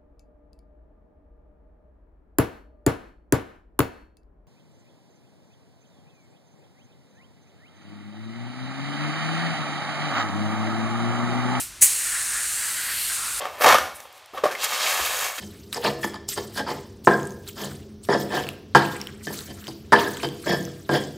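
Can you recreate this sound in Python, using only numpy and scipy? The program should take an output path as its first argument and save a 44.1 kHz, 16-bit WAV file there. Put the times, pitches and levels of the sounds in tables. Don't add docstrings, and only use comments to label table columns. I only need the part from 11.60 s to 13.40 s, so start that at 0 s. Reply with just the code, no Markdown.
import sys
import numpy as np
from scipy import signal
from scipy.fft import rfft, irfft, next_fast_len
from scipy.io import wavfile
from scipy.ndimage import uniform_filter1d, map_coordinates

SR = 44100
rng = np.random.default_rng(int(sys.argv[2]) if len(sys.argv) > 2 else 0)


def digitize_waveform(pressure):
    field = np.atleast_2d(pressure).T
    bounded = np.clip(field, -1, 1)
    quanta = np.round(bounded * 32767).astype(np.int16)
    wavfile.write(sys.argv[1], SR, quanta)


N = 79380


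def amp(db):
    return 10 ** (np.asarray(db) / 20)


def unit(x):
    return x / np.sqrt(np.mean(x ** 2) + 1e-20)


def along(points, hz):
    point_hz, values = np.transpose(points)
    return np.interp(np.log(hz + 1), np.log(point_hz + 1), values)


def curves(rows, t):
    start_s, *columns = np.transpose(rows)
    return [np.interp(t, start_s, column) for column in columns]


def wobble(rate_hz):
    knots = rng.standard_normal(4096)
    return map_coordinates(knots, [np.arange(N) * rate_hz / SR], mode="wrap")


def filtered(x, response):
    size = next_fast_len(N + SR // 2)
    spectrum = rfft(x, size) * response(np.fft.rfftfreq(size, 1 / SR))
    return irfft(spectrum, size)[..., :N]


PATCHY_DB = 0.63


def rush(spectrum):
    z = signal.stft(rng.standard_normal(N), nperseg=512)[2]
    patches = uniform_filter1d(rng.standard_normal(z.shape), size=5, axis=0)
    patches = uniform_filter1d(patches, size=14, axis=1)
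    patchy_noise = signal.istft(z * amp(PATCHY_DB * unit(patches)), nperseg=512)[1][:N]
    return unit(filtered(patchy_noise, lambda hz: amp(along(spectrum, hz))))


# (dB per Hz, relative)
SHOP_SPECTRUM = [(20, -10), (45, 2.5), (70, -0.5), (140, -3.5), (200, -11.5), (500, -15.5), (1500, -7.5),
                 (4000, -9), (9000, -8.5), (12000, -15), (16000, -36)]
SHOP_DB = -44
# pitch_hz, level_db (rms, before the trim)
HUM_PARTIALS = [(59.2, -75), (236.9, -69.5), (296.1, -70), (360.7, -69)]
HUM_TRIM_DB = 0.5


def shop(t):
    hum = 0
    for pitch_hz, level_db in HUM_PARTIALS:
        sine = np.sin(2 * np.pi * (pitch_hz * t + rng.random()))
        hum = hum + amp(level_db + HUM_TRIM_DB) * np.sqrt(2) * sine
    return hum + amp(SHOP_DB) * rush(SHOP_SPECTRUM)


# freq_hz, t60_s (time to fall by 60 dB)
ROOM_T60 = [(200, .45), (2000, 0.81), (6000, 0.68), (10000, 0.22), (15000, 0.43)]
ROOM_DELAY_S = .008


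def room(x):
    hz, tail_s, z = signal.stft(rng.standard_normal(SR // 2), SR, nperseg=256)
    t60_s = along(ROOM_T60, hz)[:, None]
    tail = signal.istft(z * amp(-60 * tail_s / t60_s), SR, nperseg=256)[1]
    tail = tail / np.linalg.norm(tail)
    delayed = np.pad(x, (int(ROOM_DELAY_S * SR), 0))
    return signal.fftconvolve(delayed, tail)[:N]


# (dB per Hz, relative)
LAST_PASS_SPECTRUM = [(200, -24), (800, -18), (2000, -7), (5500, -4.5), (8300, 4.5), (9900, 4.5),
                      (11300, -1.5), (14300, -1), (15400, -14), (16000, -22)]
LAST_PASS_DB, RELEASE_S, RELEASE_DB_PER_S = -26, 0.0069, 216


def last_pass(t):
    fall_db = RELEASE_DB_PER_S * np.maximum(t - RELEASE_S, 0)
    return amp(LAST_PASS_DB - fall_db) * rush(LAST_PASS_SPECTRUM)


TRIGGER_S, OPEN_S = 0.2068, .016


def valve(t):
    return np.clip((t - TRIGGER_S) / OPEN_S, 0, 1) ** 2


# (dB per Hz, relative)
SPIT_SPECTRUM = [(60, -33.5), (110, -30), (145, -13.5), (200, -34), (600, -28), (1300, -24), (2300, -12),
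                 (2900, -16), (3550, -25), (4500, -16.5), (5300, -15), (6400, -3.5), (9200, 0),
                 (10600, -0.5), (11400, -5.5), (12900, -6), (13800, -17), (14800, -4.5), (16000, -24)]
SPIT_DB, SPIT_HOLD_S, SPIT_DB_PER_S = -8, 0.0064, 317
SPIT_ROUGH_DB, SPIT_FLUTTER_HZ = -0.4, 446.5


def spit(t):
    age_s = np.maximum(t - TRIGGER_S - OPEN_S - SPIT_HOLD_S, 0)
    ragged_db = SPIT_ROUGH_DB * wobble(SPIT_FLUTTER_HZ)
    level_db = SPIT_DB - SPIT_DB_PER_S * age_s + ragged_db
    return valve(t) * amp(level_db) * rush(SPIT_SPECTRUM)


# start_s, level_db, resonance_hz
IMPACT_PATH = [(.25, -45, 1900), (.41, -40, 1840), (.46, -36, 1710), (.55, -35.5, 1620), (.8, -35.5, 1640),
               (.9, -37.5, 1690), (1.12, -37, 1610), (1.29, -35, 1750), (1.37, -39.5, 1850),
               (1.42, -58, 1900), (1.475, -43.5, 1800), (1.51, -35.5, 1540), (1.57, -37, 1360),
               (1.66, -37, 1300), (1.8, -40.5, 1400)]
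IMPACT_Q, IMPACT_SKIRT = 2.7, 1.38


def impact(t):
    hz, frames_s, z = signal.stft(rng.standard_normal(N), SR, nperseg=512)
    resonance_hz = curves(IMPACT_PATH, frames_s)[1]
    ratio = (hz[:, None] + 1) / resonance_hz
    gain = (1 + (IMPACT_Q * (ratio - 1 / ratio)) ** 2) ** (-IMPACT_SKIRT / 2)
    roar = unit(signal.istft(z * gain, nperseg=512)[1][:N])
    level_db = curves(IMPACT_PATH, t)[0] + 1.3 * wobble(35.16)
    return valve(t) * amp(level_db) * roar


# start_s, hiss_db, middle_db, treble_db
STROKE_LEVELS = [(0.33, -24.5, -33.5, -35.5), (0.338, -26, -35.5, -35.5), (0.66, -27.5, -38, -42),
                 (1.016, -27.5, -36.5, -37.5), (1.3, -32.5, -34.5, -35), (1.426, -30.5, -31, -31),
                 (1.542, -27.5, -35.5, -36), (1.59, -29.5, -35, -41), (1.692, -30.5, -36.5, -38.5),
                 (1.8, -30.5, -36.5, -37)]
HISS_TRIM_DB, MIDDLE_TRIM_DB, FIZZ_TRIM_DB = -0.5, -1, 0.5
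# (dB per Hz, relative)
HISS_SPECTRUM = [(3000, -31.5), (5500, -10.5), (6400, -6), (7300, -2.5), (8700, 1), (10000, -3.5),
                 (11200, -13.5), (12500, -17), (16000, -24)]
MIDDLE_SPECTRUM = [(200, -29.5), (550, -11), (1000, -9), (2300, 1.5), (3400, 0.5), (4500, 3.5),
                   (5600, -3.5), (7500, -36), (12000, -38)]
FIZZ_SPECTRUM = [(8000, -27), (10500, 2), (11700, 0.5), (13000, 0), (14600, -5.5), (15400, -17),
                 (16000, -16)]
# start_s, delay_ms
ECHO_PATH = [(.35, .715), (.75, 0.75), (1.0, 0.66), (1.27, 0.64), (1.33, 0.68), (1.45, 0.677), (1.56, 0.76),
             (1.8, 0.8)]
ECHO_GAIN = 0.15
TURBULENCE_DB = 0.23


def jet(t):
    hiss_db, middle_db, fizz_db = curves(STROKE_LEVELS, t)
    hiss = amp(hiss_db + HISS_TRIM_DB) * rush(HISS_SPECTRUM)
    middle = amp(middle_db + MIDDLE_TRIM_DB) * rush(MIDDLE_SPECTRUM)
    fizz = amp(fizz_db + FIZZ_TRIM_DB) * rush(FIZZ_SPECTRUM)
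    air = (hiss + middle + fizz) * valve(t) * amp(TURBULENCE_DB * wobble(40.6))
    delay_ms = curves(ECHO_PATH, t)[0]
    echo = map_coordinates(air, [(t - delay_ms / 1000) * SR], order=5)
    return air + ECHO_GAIN * echo


ROOM_DB = -13.5


def scene():
    t = np.arange(N) / SR
    gun = last_pass(t) + spit(t) + impact(t) + jet(t)
    mono = shop(t) + amp(ROOM_DB) * room(gun) + gun
    return np.array([mono, mono])


TOP_HZ = 15950


def record(dry):
    return filtered(np.clip(dry, -1, 1), lambda hz: hz < TOP_HZ)


dry = scene()
out = record(dry)
digitize_waveform(out)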